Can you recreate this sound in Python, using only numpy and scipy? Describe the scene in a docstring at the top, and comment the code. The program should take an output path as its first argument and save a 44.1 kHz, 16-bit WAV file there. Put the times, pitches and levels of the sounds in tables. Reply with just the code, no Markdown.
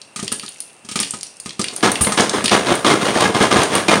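"""Popcorn ticks and pops in a steel pot under a glass lid, heard from close above in a small kitchen.
Each hull cracks open and its steam thumps the air in the pot; flung kernels strike wall and lid over a
faint sizzle of oil, and one pop puffs steam out past the lid. Then the pot is shaken to and fro,
juddering and clanking over the stove grate, while the last kernels go off."""
import sys
import numpy as np
from scipy import signal
from scipy.fft import rfft, irfft, next_fast_len
from scipy.io import wavfile
from scipy.ndimage import uniform_filter1d, minimum_filter1d

SR = 44100
rng = np.random.default_rng(int(sys.argv[2]) if len(sys.argv) > 2 else 0)


def to_wav(sig):
    """Store sig (one row per channel, or 1-D mono) as 16-bit WAV at the path in sys.argv[1].

    Samples outside -1..1 are clipped; the rate is SR.
    """
    pcm = np.clip(np.atleast_2d(sig), -1, 1) * 32767
    pcm = np.round(pcm).astype(np.int16)
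    wavfile.write(sys.argv[1], SR, pcm.T)  # frames by channels


N = 176400
T = np.arange(N) / SR
AGE = T[:SR // 3]  # time since a hit [s]

# kernels bursting (time [s], relative crack [dB], relative thump [dB], relative air ring [dB])
KERNEL_POPS = [(0.1605, -15, -34, -34), (0.192, -19.5, -35, -32), (0.227, -18, -23.5, -46),
               (0.3187, -13.5, -26, -31.5), (0.433, -25, -36, -36.5), (0.848, -30.5, -40, -52),
               (0.8882, -19, -39, -37.5), (0.914, -16.5, -36, -41), (0.9567, -8.5, -22.5, -25),
               (1.0004, -9, -24.5, -29), (1.1364, -19.5, -31, -32), (1.4592, -19.5, -30, -33.5),
               (1.594, -12, -18.5, -26), (2.0088, -13, -18.5, -21.5), (2.121, -9, -35, -21),
               (2.441, -7.5, -18, -27.5)]
# kernels and husks hitting wall and lid (time [s], relative ring [dB], centre [Hz], relative click [dB])
KERNEL_HITS = [(0.016, -20.5, 4270, -52), (0.279, -8, 3260, -17), (0.325, -15.5, 2850, -4),
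               (0.3965, -14.5, 3270, -19), (0.4626, -18.5, 4670, -25), (0.4886, -36, 4900, -15),
               (0.6037, -20.5, 5100, -9), (0.621, -29, 5100, -24), (0.9903, -6, 3450, -23),
               (1.0013, -19, 2700, -2.5), (1.0317, -6.5, 3080, -24), (1.231, -14, 4730, -12.5),
               (1.4001, -19, 6760, -16), (1.493, -15.5, 4280, -48), (1.615, -5.5, 4800, -16),
               (1.642, -7.5, 2700, -13), (1.6833, -9.5, 3620, -31), (1.7622, -15, 6400, -8),
               (1.917, -11, 6100, -0.5), (1.956, -5, 2650, -20), (2.0467, -5.5, 2980, -6),
               (2.4581, 0.5, 3640, -5.5), (2.4803, -2, 2870, -14), (2.7534, -30, 2130, -6),
               (3.208, -2.5, 3360, -6), (3.634, -7, 6040, -6.5), (3.753, -9, 3270, 1)]
# shoves of the pot over the grate (time [s], rise [s], hold [s], level [dB])
POT_SHOVES = [(1.825, 0.008, 0.022, -12), (2.059, 0.012, 0.0026, -20.5), (2.171, 0.0071, 0.028, -12.5),
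              (2.318, 0.024, 0.031, -20.5), (2.509, 0.0073, 0.031, -12), (2.634, 0.068, 0.027, -17),
              (2.845, 0.0015, 0.077, -13), (2.997, 0.026, 0.075, -18.5), (3.132, 0.028, 0.023, -17.5),
              (3.2, 0.0057, 0.042, -15.5), (3.338, 0.0095, 0.027, -17.5), (3.398, 0.0081, 0.029, -14),
              (3.508, 0.0049, 0.017, -14), (3.554, 0.0065, 0.068, -16), (3.688, 0.067, 0.022, -16.5),
              (3.878, 0.007, 0.052, -13)]
# the pot catching on a bar of the grate (time [s], pitch [Hz], level [dB])
BAR_CATCHES = [(3.156, 1750, -15.5), (3.516, 1200, -8.5), (3.887, 2406, -7.5)]
# modes of the pot on the grate (frequency [Hz])
CLATTER_MODES = [346, 447, 732, 1039, 1213, 1650, 2107]
# low body of the juddering pot (frequency [Hz], gain [dB])
JUDDER_EQ = [(50, -39.5), (120, -9.5), (250, -2.5), (600, -3), (1200, -6.5), (2200, -12.5), (5000, -28.5)]
# bright scrape of grit under the base (frequency [Hz], gain [dB])
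GRIT_EQ = [(500, -33), (1500, -11.5), (3300, 4.5), (5200, -2.5), (6600, -3), (8000, -12), (16000, -10)]
# snap of a splitting hull (frequency [Hz], gain [dB])
CRACK_EQ = [(150, 11.5), (600, 12), (2500, -1), (6000, -24), (10000, 4.5), (16000, 39)]
# bed of burner rush and oil fizz (frequency [Hz], gain [dB])
SIZZLE_EQ = [(30, -22), (140, 0), (600, 2), (1800, -5), (3600, -11), (6500, -13.5), (9000, -10),
             (16000, -13.5)]
# microphone response with its port resonance (frequency [Hz], gain [dB])
MICROPHONE_EQ = [(25, -26), (85, 2), (7900, 0), (8800, 8), (9600, 4), (10400, -7.5), (12200, -19.5),
                 (15800, -19)]
# treble loss of the kitchen's reverb (frequency [Hz], gain [dB])
ROOM_EQ = [(9000, -0.5), (13000, -4.5)]

THUMP_HZ, THUMP_T60_S, AIR_HZ, AIR_T60_S = 214, 0.061, 1230, 0.086  # modes of the air in the pot
THUMP_TRIM_DB, AIR_TRIM_DB, CRACK_TRIM_DB = 6, 4.5, -3.5
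THUMP_RISE_S, CRACK_S, CRACK_TAIL_S = 0.00087, 0.001, 0.014
LID_HZ, LID_OCTAVES, LID_T60_S = 4530, 0.085, 0.065  # the strongest cluster of lid modes
RING_S, RING_OCTAVES = 0.0028, 0.58
CLICK_S, CLICK_HZ, CLICK_OCTAVES = 0.0026, 11050, 0.31
RING_TRIM_DB, LID_TRIM_DB, CLICK_TRIM_DB = -8, -17.5, -5.5
SLIDE_FROM_S, SLIDE_RISE_S, SLIDE_DB = 1.623, 0.27, -33.5
RELEASE_S, DOUBLE_GRIT_DB = 0.042, -9.5  # a shove at this level starts with up to double grit
SPITS_PER_S, SLIPS_PER_S, KNOCKS_PER_S, BOUNCES_PER_S = 93, 350, 34, 80
CORN_SEND_DB, POT_SEND_DB = -6.5, -10.5  # reverb sends


def undb(db):
    """Decibels to amplitude."""
    return 10 ** (np.asarray(db) / 20)


def unit(x):
    """Scale to rms 1."""
    return x / np.sqrt(np.mean(x ** 2))


def add(out, s, x):
    """Mix a sound in at s seconds."""
    i = int(s * SR)
    out[i:i + len(x)] += x[:N - i]


def colour(x, points):
    """Minimum-phase EQ through (frequency [Hz], gain [dB]) points."""
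    size = next_fast_len(len(x) + 4096)
    hz, db = np.array(points, float).T
    f = np.maximum(np.fft.rfftfreq(size, 1 / SR), 1)
    gain = undb(np.interp(np.log(f), np.log(hz), db))
    cepstrum = irfft(np.log(gain), size)
    cepstrum[1:size // 2] *= 2
    cepstrum[size // 2 + 1:] = 0
    return irfft(rfft(x, size) * np.exp(rfft(cepstrum)), size)[:len(x)]


def bell(f, hz, octaves):
    """Bell curve around a centre frequency."""
    return 1 / (1 + (np.log2(np.maximum(f, 1) / hz) / octaves) ** 4) ** .5


def band_noise(hz, octaves):
    """A short stretch of noise around a centre, rms 1."""
    f = np.fft.rfftfreq(len(AGE), 1 / SR)
    return unit(irfft(rfft(rng.standard_normal(len(AGE))) * bell(f, hz, octaves), len(AGE)))


def burst(noise, envelope):
    """Noise under an envelope, with the energy of that envelope."""
    x = noise * envelope
    return x * np.sqrt(np.sum(envelope ** 2) / np.sum(x ** 2))


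def fade(t60):
    """Envelope that falls 60 dB in t60 seconds."""
    return np.exp(-np.log(1000) * AGE / t60)


def mode(hz, t60):
    """One fading vibration."""
    return np.sin(2 * np.pi * hz * AGE) * fade(t60)


def through(x, impulse):
    """Convolve with an impulse response scaled to energy 1."""
    return signal.fftconvolve(x, impulse / np.sqrt(np.sum(impulse ** 2)))[:N]


def uneven_times(rate):
    """Moments at a mean rate per second, each anywhere within its slot."""
    count = int(rate * N / SR)
    return (np.arange(count) + rng.random(count)) / rate


def kitchen(x, t60=0.38, build_s=0.00097):
    """Short diffuse reverb, dull at the very top."""
    tail = rng.standard_normal(len(AGE)) * fade(t60) * (1 - np.exp(-AGE / build_s))
    return through(x, colour(tail, ROOM_EQ))


def sizzle():
    """The burner rushes; droplets of hot oil fizz and spit under the lid and keep the pot ringing."""
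    spits = np.zeros(N)
    for s in uneven_times(SPITS_PER_S):
        add(spits, s, undb(6 * rng.standard_normal()) * np.exp(-AGE / CRACK_S))
    crackle = unit(np.diff(spits * rng.standard_normal(N), prepend=0))
    pot_ring = unit(through(rng.standard_normal(N), mode(hz=2700, t60=0.016)))
    bed = unit(colour(rng.standard_normal(N), SIZZLE_EQ))
    return undb(-50.5) * bed + undb(-57) * crackle + undb(-55) * pot_ring


def rasp(force, slips, eq, decay_s):
    """Each slip of the base leaves a brief grain of noise, louder under more force."""
    pole = np.exp(-2 / (decay_s * SR))
    grains = np.sqrt(signal.lfilter([1 - pole], [1, -pole], slips))
    body = colour(signal.unit_impulse(len(AGE)), eq)
    return through(force * grains * rng.standard_normal(N), body)


def knocks(effort):
    """The pot rocks on the grate: a clattering thud at the peak of every shove, and more in between."""
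    out = np.zeros(N)
    peaks = [s + rise for s, rise, _, _ in POT_SHOVES]
    for s in peaks + list(uneven_times(KNOCKS_PER_S)):
        size, detune = rng.standard_normal(2)
        # every point of contact rings its own mix of modes
        clatter = sum(rng.standard_normal() * mode(hz, t60=0.08) for hz in CLATTER_MODES)
        thud = mode(hz=237 * (1 + 0.077 * detune), t60=0.063)
        level = effort[int(s * SR)] * undb(-12 + 7 * np.tanh(size))
        add(out, s, level * (thud + undb(-7.5) * clatter))
    return out


def shaking():
    """The base sticks and slips on the grate: the pot judders, grinds grit and rocks; flakes rustle."""
    power = (np.clip((T - SLIDE_FROM_S) / SLIDE_RISE_S, 0, 1) * undb(SLIDE_DB)) ** 2
    bite = np.zeros(N)  # the base grinds hardest as it breaks loose
    for s, rise, hold, db in POT_SHOVES:
        release = np.exp(-np.maximum(T - s - rise - hold, 0) / RELEASE_S)
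        push = np.clip((T - s) / rise, 0, 1) * release
        power += (push * undb(db)) ** 2
        bite += push * undb(db - DOUBLE_GRIT_DB) * np.exp(-np.abs(T - s) / RELEASE_S)
    force = np.sqrt(power)
    effort = force / force.max()
    slips = (rng.random(N) < SLIPS_PER_S / SR) * undb(2.5 * rng.standard_normal(N)) ** 2
    slips /= uniform_filter1d(slips, size=900) + 1e-6  # even out the energy over about 20 ms
    judder = rasp(force, slips, JUDDER_EQ, decay_s=0.0067)
    grit = rasp(force * (1 + bite), slips, GRIT_EQ, decay_s=0.0073)
    rustle = effort ** .5 * unit(np.diff(rng.standard_normal(N), prepend=0))
    return judder + undb(-7.5) * grit + knocks(effort) + undb(-26.5) * rustle


def clanks():
    """The base catches on a bar and one mode of the pot rings out."""
    out = np.zeros(N)
    for s, hz, db in BAR_CATCHES:
        add(out, s, undb(db) * mode(hz, t60=0.083))
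    return out


def bounces(settle_s=0.09):
    """Flakes stirred up by each pop fall back with small ticks."""
    out = np.zeros(N)
    stir = sum((T > s) * undb(db) ** 2 * np.exp(-np.abs(T - s) / settle_s) for s, db, _, _ in KERNEL_POPS)
    for s in uneven_times(BOUNCES_PER_S):
        hz = rng.choice(np.geomspace(3111, 8800, 7))
        tick = band_noise(hz, RING_OCTAVES) * np.exp(-AGE / RING_S)
        level = np.sqrt(stir[int(s * SR)]) * undb(-22 + 9.6 * rng.standard_normal())
        add(out, s, level * tick)
    return out


def steam_puff(at_s=2.008, rise_s=0.0082, fall_s=0.029):
    """One pop blows a jet of steam out past the lid: a low push of air and a short hiss."""
    out = np.zeros(N)
    swell = np.minimum(AGE / rise_s, 1) * np.exp(-np.maximum(AGE - rise_s, 0) / fall_s)
    hiss = burst(band_noise(CLICK_HZ, CLICK_OCTAVES), swell)
    add(out, at_s, undb(-9.5) * mode(hz=60.7, t60=0.07) + undb(-9) * hiss)
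    return out


def ticks():
    """A flung kernel hits: a hard click, its own short ring, and lid modes that vary with the spot."""
    out = np.zeros(N)
    for s, ring_db, hz, click_db in KERNEL_HITS:
        spot_modes = band_noise(hz, LID_OCTAVES)
        main_modes = bell(LID_HZ, hz, RING_OCTAVES) * band_noise(LID_HZ, LID_OCTAVES)
        lid = undb(LID_TRIM_DB) * burst(spot_modes + main_modes, fade(LID_T60_S))
        ring = undb(RING_TRIM_DB) * burst(band_noise(hz, RING_OCTAVES), np.exp(-AGE / RING_S))
        click = undb(CLICK_TRIM_DB) * burst(band_noise(CLICK_HZ, CLICK_OCTAVES), np.exp(-AGE / CLICK_S))
        add(out, s, undb(ring_db) * (ring + lid) + undb(click_db) * click)
    return out


def pops():
    """The hull cracks, the starch rustles open, and steam thumps and rings the air under the lid."""
    bursts, rings = np.zeros(N), np.zeros(N)
    attack = 1 - np.exp(-AGE / THUMP_RISE_S)
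    for s, crack_db, thump_db, air_db in KERNEL_POPS:
        thump_detune, air_detune = 1 + 0.016 * rng.standard_normal(2)
        thump_gain, air_gain = undb(THUMP_TRIM_DB + thump_db), undb(AIR_TRIM_DB + air_db)
        thump = attack * mode(THUMP_HZ * thump_detune, THUMP_T60_S)
        air_ring = mode(AIR_HZ * air_detune, AIR_T60_S)
        add(rings, s, air_gain * air_ring - thump_gain * thump)
        low_steam = burst(band_noise(THUMP_HZ, octaves=0.79), attack * np.exp(-AGE / 0.027))
        mid_steam = burst(band_noise(AIR_HZ, octaves=0.86), np.exp(-AGE / 0.014))
        steam = 0.25 * thump_gain * low_steam + 0.56 * air_gain * mid_steam
        crack = burst(colour(rng.standard_normal(len(AGE)), CRACK_EQ), np.exp(-AGE / CRACK_S))
        starch = burst(band_noise(hz=4730, octaves=1.0), np.exp(-AGE / CRACK_TAIL_S))
        add(bursts, s, steam + undb(CRACK_TRIM_DB + crack_db) * (crack + undb(-5) * starch))
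    return bursts, rings


def scene():
    """Corn and pot feed the kitchen reverb; the sizzle and the air ringing under the lid stay dry."""
    bursts, air_rings = pops()
    corn = bursts + ticks() + steam_puff() + bounces()
    pot = shaking() + clanks()
    room = kitchen(undb(CORN_SEND_DB) * corn + undb(POT_SEND_DB) * pot)
    return (room + sizzle() + pot + air_rings + corn)[None]


def record(dry):
    """The microphone port rings in the high treble; a fast limiter holds the peaks; the top is cut."""
    ceiling, window, top_hz = 0.99, 177, 15900  # the window spans 4 ms
    x = colour(dry[0], MICROPHONE_EQ)
    gain = ceiling / np.maximum(np.abs(x), ceiling)
    gain = uniform_filter1d(minimum_filter1d(gain, window), window)
    high_cut = signal.ellip(10, .2, 85, top_hz, fs=SR, output="sos")
    return signal.sosfilt(high_cut, x * gain)[None]


dry = scene()
out = record(dry)
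to_wav(out)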